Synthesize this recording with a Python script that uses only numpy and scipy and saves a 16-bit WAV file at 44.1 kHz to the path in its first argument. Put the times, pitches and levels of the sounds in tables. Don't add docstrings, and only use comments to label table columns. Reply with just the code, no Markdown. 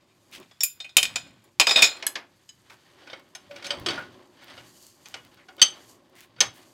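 import sys
import numpy as np
from scipy import signal
from scipy.fft import rfft, irfft, next_fast_len
from scipy.io import wavfile
from scipy.ndimage import map_coordinates

SR = 44100
rng = np.random.default_rng(int(sys.argv[2]) if len(sys.argv) > 2 else 0)


def persist_wave(psi):
    counts = np.round(np.clip(psi, -1, 1) * 32767).astype(np.int16)
    wavfile.write(sys.argv[1], SR, np.atleast_2d(counts).T)


def voltage_ratio(decibels):
    exponent = np.asarray(decibels, float) / 20
    return 10 ** exponent


N = 296793

# frequency in Hz, relative level in dB, basic t60 in s,
# gain towards one end in dB, gain towards one side in dB.
WRENCH_MODES = [(656, -19, 0.16, 27.5, 8), (1500, -19, 0.24, 16.5, 2.5), (1884, -10.5, 0.069, 18, 10),
                (2450, 4, 0.042, 8.5, -11), (2480, -2.5, 0.12, 17.5, -12), (3074, -7, 0.099, 10, -13),
                (3440, -7, 0.13, 9.5, 9), (3671, -0.5, 0.13, 16, 5), (3840, -8.5, 0.16, 17.5, 7.5),
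                (4160, -12.5, 0.26, 20.5, 3), (4253, -19, 0.12, 12, -14.5), (4350, -14.5, 0.078, 0.5, -3),
                (5005, -1.5, 0.14, 6.5, 8), (5470, -7, 0.11, 1.5, 17.5), (6360, -22.5, 0.096, -12, -4.5),
                (6620, -8.5, 0.096, 10.5, -1), (6770, -13, 0.12, 0, 3), (6988, -7.5, 0.1, -12, 2.5),
                (7140, -7, 0.18, -9.5, 9.5), (7860, -12, 0.12, 7, 0), (8300, -9, 0.071, -7, -11.5),
                (9647, -20.5, 0.12, 1, -1), (10350, -16, 0.074, -25, -4.5),
                (11750, -19, 0.084, -20.5, -5.5), (11200, -23.5, 0.075, -8, -3),
                (12300, -23.5, 0.13, -27.5, -2), (13200, -26, 0.08, -5, -8), (13905, -25, 0.12, -28.5, 1.5),
                (15700, -28.5, 0.08, -29.5, 6), (14695, -29.5, 0.08, -29, 9)]
HANDLE_MODES = [(560, -19, 0.079, 33, -3.5), (760, -15.5, 0.2, 12.5, 8), (1273, -15, 0.14, 8, -17.5),
                (1460, -7.5, 0.12, 24, 5.5), (1840, 1, 0.05, 0.5, -2), (2200, -10, 0.14, 18, -0.5),
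                (2369, -9.5, 0.042, 15, 13.5), (2514, -10, 0.094, 13, 2.5), (2869, -4, 0.14, 2.5, 2),
                (3074, 2.5, 0.063, -0.5, -17), (3180, -2.5, 0.13, 3.5, -6), (3330, -1, 0.15, 0, -4),
                (3600, -3.5, 0.072, 7, -4), (3784, -1.5, 0.11, 2, -5), (4549, -1.5, 0.097, 1, -9),
                (4830, -14, 0.12, 7, -4.5), (4780, -7, 0.08, 0, -4), (5310, -7.5, 0.079, -7, 1),
                (5350, -9, 0.059, -4, 2.5), (5770, -11.5, 0.11, -6, -3.5), (6190, -6, 0.097, -21, -7),
                (6310, -5, 0.1, -24.5, 6), (7050, -18.5, 0.092, -8, 4.5), (8070, -13.5, 0.12, -10.5, -8.5),
                (8300, -11.5, 0.12, -11.5, -5.5), (9200, -25, 0.09, -0.5, 12),
                (10030, -19, 0.1, -9.5, -1.5), (10760, -23, 0.072, -18, 15), (12300, -29, 0.09, -4, 9),
                (15100, -30, 0.08, -5.5, 7)]
# time in s, scraping level in dB, bench groan level in dB.
DRAGGING = [(0.0, -69.5, -69), (0.28, -72, -67), (0.41, -56, -50.5), (0.51, -67.5, -86), (0.92, -69.5, -76),
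            (1.1, -47, -69), (1.37, -65.5, -66.5), (1.65, -77, -70.5), (1.78, -23, -41.5),
            (1.99, -49.5, -57), (2.08, -63.5, -55.5), (2.51, -71.5, -76.5), (3.15, -54.5, -55.5),
            (3.3, -69, -66.5), (3.74, -45, -47.5), (3.84, -53.5, -47.5), (3.94, -35, -42.5),
            (4.05, -54, -52), (4.29, -68, -59.5), (4.5, -51, -57.5), (4.97, -72, -65.5), (5.1, -57, -64.5),
            (5.55, -72, -62), (5.73, -50.5, -53), (6.0, -70.5, -60.5), (6.45, -64.5, -67), (6.58, -55, -58),
            (6.73, -70, -65)]


def unit(x):
    return x / np.sqrt(np.mean(x ** 2) + 1e-20)


def along(points, hz):
    f, v = np.transpose(points)
    return np.interp(np.log(hz + 1), np.log(f + 1), v)


def coloured(spectrum, size):
    m = next_fast_len(size)
    gain = voltage_ratio(along(spectrum, np.fft.rfftfreq(m, 1 / SR)))
    return unit(irfft(rfft(rng.standard_normal(m)) * gain, m)[:size])


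def wobble(rate):
    knots = rng.standard_normal(int(N * rate / SR) + 4)
    return map_coordinates(knots, [np.arange(N) * rate / SR])


def curves(rows):
    s, *cols = np.transpose(rows)
    return [np.interp(np.arange(N) / SR, s, c) for c in cols]


def resonated(x, peaks):
    m = next_fast_len(len(x) + SR // 4)
    f = np.fft.rfftfreq(m, 1 / SR)
    body = 0
    for k, (centre, width, db) in enumerate(peaks):
        loss = 1j * f * width
        body = body + (-1) ** k * voltage_ratio(db) * loss / (centre ** 2 - f ** 2 + loss)
    return irfft(rfft(x, m) * body, m)[:len(x)]


def still_air():
    # frequency in Hz, relative level in dB per Hz.
    air_spectrum = [(15, -36.5), (25, -13.5), (43, -6), (108, 9), (285, 1), (354, 4.5), (545, -15.5),
                    (1040, -12), (1370, -10.5), (4740, -13.5), (9070, -34), (14400, -30), (16000, -39.5)]
    return voltage_ratio(-69) * coloured(air_spectrum, N)


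def floor_rumble():
    # time in s, level in dB.
    floor_level = [(0.0, -113), (0.41, -56.5), (0.65, -86.5), (0.92, -88), (1.05, -52), (1.27, -57),
                   (1.5, -78), (1.74, -58), (2.06, -89.5), (2.23, -70), (3.3, -69.5), (3.9, -50),
                   (4.05, -51.5), (4.29, -73), (4.61, -58.5), (4.85, -74), (5.23, -61.5), (5.45, -74),
                   (5.92, -64), (6.24, -81), (6.45, -51), (6.6, -67.5)]
    # frequency in Hz, relative level in dB per Hz.
    rumble_spectrum = [(15, -50.5), (25, -23), (64, -11), (103, -1), (119, 3.5), (140, -4.5), (182, -1.5),
                       (300, -4.5), (390, -33.5), (660, -120)]
    rumble_db, = curves(floor_level)
    return voltage_ratio(rumble_db) * unit(voltage_ratio(2 * wobble(12)) * coloured(rumble_spectrum, N))


def rustle_and_hiss():
    # time in s, rustle level in dB.
    clothes_level = [(0.0, -78.5), (0.28, -69.5), (0.92, -76), (1.55, -75.5), (2.06, -79.5), (2.51, -69.5),
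                     (3.3, -73), (3.71, -68.5), (3.84, -69), (4.29, -73), (4.61, -63), (4.85, -55.5),
                     (4.97, -65.5), (5.1, -60), (5.38, -74), (5.73, -65), (5.92, -56.5), (6.0, -76),
                     (6.3, -78.5), (6.45, -78.5), (6.58, -63.5)]
    # frequency in Hz, relative level in dB per Hz.
    cloth_spectrum = [(1760, -31), (3000, -3), (3680, -9.5), (4630, 4), (5180, -3.5), (6620, 2),
                      (10300, -6.5), (13200, -5.5), (16000, -21)]
    scrape_db, _ = curves(DRAGGING)
    cloth_db, = curves(clothes_level)
    hiss_db = -49.5 + 1.8 * (scrape_db + 22.5)
    noise = unit(voltage_ratio(1.2 * wobble(40) + 1.5 * wobble(610)) * coloured(cloth_spectrum, N))
    return np.hypot(voltage_ratio(cloth_db), voltage_ratio(hiss_db)) * noise


def bench_groan():
    # frequency in Hz, width in Hz, relative level in dB.
    bench_resonances = [(270, 69, -3), (360.6, 45, 2), (575, 78, -4.5), (820, 120, -8.5), (1080, 120, -7.5)]
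    _, groan_db = curves(DRAGGING)
    groan = unit(voltage_ratio(2 * wobble(20)) * resonated(rng.standard_normal(N), bench_resonances))
    return voltage_ratio(groan_db) * groan


def sliding(modes, widen):
    grit = voltage_ratio(4.9 * wobble(400)) * rng.standard_normal(N)
    peaks = [(hz, widen * np.log(1000) / np.pi / t60, db) for hz, db, t60, *_ in modes]
    return unit(resonated(grit, peaks))


def scraping():
    # frequency in Hz, relative level in dB per Hz.
    scrape_spectrum = [(290, -32.5), (500, 1.5), (862, 0), (1850, 0.5), (2530, -3), (3180, 0), (5350, -10),
                       (8270, -31.5), (9000, -24), (11700, -55), (19800, -120)]
    scrape_db, _ = curves(DRAGGING)
    wrench_held = np.arange(N) / SR < 2.0
    held = np.where(wrench_held, sliding(WRENCH_MODES, widen=4), sliding(HANDLE_MODES, widen=7.9))
    rasp = voltage_ratio(2 * wobble(300)) * coloured(scrape_spectrum, N)
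    return voltage_ratio(scrape_db) * unit(voltage_ratio(2 * wobble(30)) * (rasp + voltage_ratio(-3.5) * held))


def strokes():
    # start in s, length in s, level in dB, pitch in Hz,
    # octaves off the pitch for 10 dB less (before the limits below).
    scuffs = [(.315, 0.08, -45.5, 2670, 1.14), (2.693, 0.065, -54.5, 1475, 1.3),
              (3.49, 0.119, -45.5, 575, -0.27), (3.63, 0.066, -49, 566, -1.24),
              (3.64, 0.045, -39, 3860, 0.57), (3.7, 0.063, -44, 575, -0.6), (3.76, 0.098, -47.5, 110, 1.2),
              (3.855, 0.059, -36, 333.6, 0.3), (3.97, 0.063, -43.5, 1600, -0.3),
              (4.13, 0.046, -66, 1316, -1.2), (5.14, 0.074, -52.5, 2934, -0.9),
              (5.378, 0.08, -61.5, 2070, 0.5), (6.15, .12, -55, 2200, 1.6), (6.53, 0.083, -63.5, 9100, 1.7)]
    out, size = np.zeros(N + SR), SR // 4
    for s, length, db, hz, octaves in scuffs:
        spread = np.clip(octaves, .01, 2)
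        near, far = 8 ** spread, 64 ** spread
        noise = coloured([(hz / far, -70), (hz / near, -30), (hz, 0), (hz * near, -30), (hz * far, -70)], size)
        grit_db = 2.5 * wobble(250)[:size]
        u = np.arange(size) / SR / length
        swell = np.clip(6 * u, 0, 1) * np.clip(3 * (1 - u), 0, 1)
        out[round(s * SR):][:size] += voltage_ratio(db + grit_db) * swell * noise
    return out[:N]


def faint_ticks(count):
    luck = rng.random((count, 3))
    return [(a * N / SR, -58 + 3.5 * (2 * b - 1), 4800 * 2 ** (c - .5)) for a, b, c in luck]


def scale_ticks():
    # time in s, level in dB before the common lift of 4 dB, pitch in Hz.
    loud_ticks = [(0.3144, -44, 5750), (0.401, -42.5, 5050), (3.1971, -45.5, 6140), (3.2896, -55, 4330),
                  (3.7995, -34.5, 4625), (4.4437, -44.5, 4030), (4.8274, -44.5, 6840),
                  (4.8674, -38.5, 7290), (5.0859, -39, 8080), (5.2499, -42.5, 4070), (5.3453, -48, 4130),
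                  (5.5675, -47.5, 4580), (6.1544, -45, 5090), (6.1639, -48.5, 6570), (6.2068, -36, 4200)]
    out, t = np.zeros(N + SR), np.arange(SR // 50) / SR
    for s, db, hz in [*loud_ticks, *faint_ticks(count=10)]:
        snap = coloured([(hz / 3.5, -28), (hz / 2.1, -5), (hz, 0), (hz * 1.3, -7)], len(t))
        out[round(s * SR):][:len(t)] += voltage_ratio(db + 4 - 60 * t / 0.0019) * snap
    return out[:N]


def struck(blows, modes, freedoms, clatter_per_thud, ring_db, favour_db, linger_db, shiver,
           crack_db, crack_s, chatter_db, chatter_s, thud_db, thud_s):
    out, t = np.zeros(N + SR), np.arange(SR * 3 // 10) / SR
    hz, level, t60, along_db, across_db = np.transpose(modes)[:, :, None]
    starts, strengths = np.transpose(blows)[:2]
    gaps_s = np.diff(starts, append=N / SR)
    rises_db = np.diff(strengths, append=0)
    for blow, free_s, next_db in zip(blows, gaps_s, rises_db):
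        s, db, low_db, spot_along, spot_across, best_hz = blow
        clatter_db = clatter_per_thud * low_db
        freedom = np.interp(s, *np.transpose(freedoms))
        contact_s = 0.00087 * voltage_ratio(-.25 * (db + 28))
        luck = rng.standard_normal((2, *hz.shape))
        strength = level + spot_along * along_db + spot_across * across_db
        favoured = favour_db * np.exp(-(np.log(hz / best_hz) / .02) ** 2)

        first = voltage_ratio(-60 * t / (t60 * freedom))
        rest = voltage_ratio(linger_db - 60 * t / (2.4 * t60 * (hz / 3000) ** -.35))
        choked_db = 60 * np.maximum(t - free_s, 0) / .06 * min(voltage_ratio(next_db + 4), 1)
        steps = rng.standard_normal((len(hz), len(t) // 63))
        drift = np.repeat(shiver * (hz / 3000) ** -.3 * np.cumsum(steps, axis=1), 63, axis=1)
        tones = np.sin(2 * np.pi * hz * t + luck[1] + drift) * voltage_ratio(strength + favoured + 2 * luck[0])
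        ring = (tones * (first + rest)).sum(axis=0) * voltage_ratio(-choked_db)

        treble_db = strength[hz > 9000].mean() - strength[(hz > 2000) & (hz < 6000)].mean()
        bright = [(100, -60), (400, -29), (1500, -15), (2300, 9.5), (5500, 7.5),
                  (10000, treble_db + 7), (16000, treble_db - 9)]
        duller = [(100, -56.5), (400, -26.5), (1200, -13.5), (2300, 1), (5500, -4),
                  (10000, treble_db - 4.5), (16000, treble_db - 17)]
        low = [(25, -70), (60, -39.5), (300, -5.5), (700, 1.5), (1500, -0.5), (2600, -3.5), (6000, -49.5)]
        crack = voltage_ratio(clatter_db + crack_db - 60 * t / crack_s) * coloured(bright, len(t))
        chatter = voltage_ratio(clatter_db + chatter_db - 60 * t / chatter_s) * coloured(duller, len(t))
        thud = voltage_ratio(low_db + thud_db - 60 * t / thud_s) * coloured(low, len(t))
        onset = 1 - np.exp(-t / contact_s)
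        out[round(s * SR):][:len(t)] += voltage_ratio(db) * (voltage_ratio(ring_db) * ring + crack + chatter + thud) * onset
    return out[:N]


def vise_handle():
    # start in s, strength in dB, thud over it in dB before the common thud level,
    # spot along and spot across the handle from -1 to 1, favoured mode in Hz.
    handle_blows = [(3.0725, -55, 7, 0.9, 0.36, 2514), (3.0985, -51.5, 7.5, 0.84, -0.48, 3600),
                    (3.1309, -48, 8, 0.92, -0.97, 2200), (3.3499, -40.5, -6, -0.06, 1, 5350),
                    (3.51, -53, 8, 0.7, -0.074, 560), (3.5604, -46.5, -5.5, 0.26, 0.54, 2369),
                    (3.624, -47.5, -0.5, 0.36, 0.42, 2200), (3.6437, -43, -2.5, 0.49, 0.67, 3784),
                    (3.665, -38.5, -13, -0.033, 0.89, 2369), (3.7051, -30, -0.5, 0.3, -0.33, 4780),
                    (3.8612, -29.5, 2.5, -0.081, -0.21, 5350), (3.8852, -35, 9.5, 0.09, -0.74, 4549),
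                    (3.905, -37, 3.5, 0.64, 0.14, 5350), (3.977, -54, 23, 1, 0.038, 1460),
                    (4.4205, -64.5, 6, 0.75, 0.2, 2200), (4.4803, -60.5, 17, 0.29, -0.3, 8300),
                    (4.5761, -54.5, 9, 0.82, -0.13, 2869), (5.0565, -46.5, -2, 0.01, 0.45, 6190),
                    (5.1408, -39, 3.5, 0.29, 0.16, 3074), (5.3723, -63, 7.5, 0.38, 0.31, 1460),
                    (5.4845, -56, 10.5, 0.78, 0.49, 760), (5.58, -60, 10.5, 0.86, -0.42, 3074),
                    (5.5943, -47.5, -1.5, 0.69, -0.21, 3600), (5.6162, -18.5, -8.5, -0.41, -0.61, 4549),
                    (5.626, -18.5, -14.5, -0.32, -0.56, 6190), (6.362, -66, 14, 0.68, -0.33, 4549),
                    (6.3845, -60.5, -4.5, 1, -0.0047, 9200), (6.4049, -19, -6, -0.56, -0.44, 6310),
                    (6.4105, -21, -3.5, -0.1, 0.13, 5350)]
    # time in s, factor on the basic t60.
    handle_freedom = [(3.1, 0.35), (3.5, 0.69), (3.86, 0.62), (3.98, 1.37), (5.1, 0.25), (5.616, 0.9),
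                      (5.627, 0.27), (6.36, 1), (6.41, 0.4)]
    return struck(handle_blows, HANDLE_MODES, handle_freedom, clatter_per_thud=0.29, ring_db=-1, favour_db=10,
                  linger_db=-19, shiver=0.41, crack_db=6.5, crack_s=0.045, chatter_db=-4.5, chatter_s=0.081,
                  thud_db=-4.5, thud_s=0.2)


def tongs():
    # start in s, strength in dB, thud over it in dB before the common thud level,
    # spot along and spot across the tongs from -1 to 1, favoured mode in Hz.
    tongs_blows = [(2.0249, -47, 10, -0.83, -0.12, 2150), (2.0663, -22.5, -20.5, 0.53, -0.52, 3015),
                   (2.075, -34.5, -18, -0.21, 0.8, 3348), (2.1546, -41, 7.5, -0.98, -0.057, 3348),
                   (2.4903, -52.5, -14.5, -0.28, 1, 3015), (2.6974, -74.5, 26.5, -0.53, 0.15, 910)]
    # frequency in Hz, relative level in dB, basic t60 in s, gain towards one end in dB,
    # gain towards one side in dB.
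    tongs_modes = [(910, -11, 0.2, -6, -3), (1710, -1.5, 0.22, -10, -6.5), (2150, -11, 0.34, -21.5, -12.5),
                   (3015, 0.5, 0.11, -9, 5.5), (3348, 0, 0.12, -10.5, -4), (3950, -14.5, 0.18, -23.5, 10),
                   (4200, -1, 0.12, -4, -12.5), (5015, -5.5, 0.12, -10.5, 12.5),
                   (5120, -6, 0.093, -14.5, 3.5), (6040, -1.5, 0.11, -1.5, -5), (6487, -3, 0.093, 2, 1.5),
                   (6670, -2.5, 0.11, -2, 13.5), (7970, -3.5, 0.091, 14, -4), (7700, 0.5, 0.1, 6.5, 5.5),
                   (8300, -4.5, 0.1, 8, 7), (9100, -2, 0.12, 8.5, -5), (9700, -7.5, 0.09, 6, -2.5),
                   (9900, -15.5, 0.09, 14, 2), (11600, -8, 0.08, 19, 3.5), (11250, -2.5, 0.085, 23, -5),
                   (12400, -11.5, 0.09, 11, -3.5), (13900, -13.5, 0.08, 14.5, -4.5),
                   (15170, -18, 0.08, 3.5, 7)]
    # time in s, factor on the basic t60.
    tongs_freedom = [(2.0, 0.28), (2.075, 0.23), (2.5, 0.49)]
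    return struck(tongs_blows, tongs_modes, tongs_freedom, clatter_per_thud=0.77, ring_db=1.5, favour_db=4,
                  linger_db=-34, shiver=0.4, crack_db=14, crack_s=0.022, chatter_db=4, chatter_s=0.1,
                  thud_db=-1.5, thud_s=0.23)


def wrench():
    # start in s, strength in dB, thud over it in dB before the common thud level,
    # spot along and spot across the wrench from -1 to 1, favoured mode in Hz.
    wrench_blows = [(0.5108, -61, 6.5, 0.04, 0.32, 3440), (0.6061, -34, -13, -0.37, 1, 5470),
                    (0.6336, -20, -35, -0.83, -0.15, 14695), (0.8017, -41, -11, 0.26, -0.17, 3671),
                    (0.8446, -50, -6, 0.27, -0.87, 2480), (0.891, -53, -7.5, 0.25, -0.02, 3440),
                    (0.9678, -10.5, -16, -0.44, -0.59, 3671), (0.982, -19.5, -26, 0.07, -0.64, 3074),
                    (1.0287, -19, -20.5, -0.11, -0.4, 10350), (1.0526, -29, -12.5, 0.16, -0.26, 7860),
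                    (1.1579, -25, -9.5, -0.01, -0.26, 6988), (1.44, -65.5, 0.5, -0.84, -0.1, 9647),
                    (1.5979, -14, -6, -0.14, 0.13, 2480), (1.612, -22, -6.5, 0.05, -0.4, 2450),
                    (1.6687, -22, 0, 0.12, -0.15, 5005), (1.693, -29, 2, -0.03, 0.57, 3671),
                    (1.709, -24.5, 0, 0.13, 0.15, 5005), (1.759, -24.5, -9.5, 0.49, 0.027, 3671),
                    (1.79, -31.5, 0.5, 0.34, 0.14, 3671), (1.821, -20.5, -4, -0.41, 0.56, 2450),
                    (1.8249, -13.5, -17, 0.02, -0.12, 5470), (1.84, -20, -12, 0.07, 0.23, 6620)]
    # time in s, factor on the basic t60.
    wrench_freedom = [(0.6, 0.55), (0.89, 0.6), (0.96, 0.4), (1.6, 0.55), (1.69, 1.2), (1.84, 1.1)]
    return struck(wrench_blows, WRENCH_MODES, wrench_freedom, clatter_per_thud=0.25, ring_db=-0.5, favour_db=7,
                  linger_db=-14, shiver=0.46, crack_db=10, crack_s=0.028, chatter_db=-10.5, chatter_s=0.12,
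                  thud_db=1, thud_s=0.1)


def shop_echo(x):
    # frequency in Hz, t60 in s.
    room_decay = [(150, 0.41), (1000, 0.15), (3000, 0.21), (8000, 0.17), (15000, 0.22)]
    out, step = np.zeros(N + 2 * SR), SR // 4
    for start in range(0, N, step):
        hz, t, z = signal.stft(rng.standard_normal(SR * 3 // 4), SR, nperseg=256)
        decay = voltage_ratio(-60 * t / along(room_decay, hz)[:, None])
        tail = signal.istft(z * decay, SR, nperseg=256)[1]
        wet = signal.fftconvolve(x[start:start + step], tail / np.linalg.norm(tail))
        out[start + round(.006 * SR):][:len(wet)] += wet
    return out[:N]


def scene():
    background = still_air() + floor_rumble() + rustle_and_hiss()
    dragging = bench_groan() + scraping()
    steel = strokes() + scale_ticks() + vise_handle() + tongs() + wrench()
    return (background + dragging + steel + voltage_ratio(-12.5) * shop_echo(steel))[None]


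def low_pass(x):
    return signal.sosfilt(signal.butter(12, 16220, fs=SR, output="sos"), x)


def record(dry):
    flat = dry / (1 + np.abs(dry) ** 12) ** (1 / 12)
    return low_pass(flat)


dry = scene()
out = record(dry)
persist_wave(out)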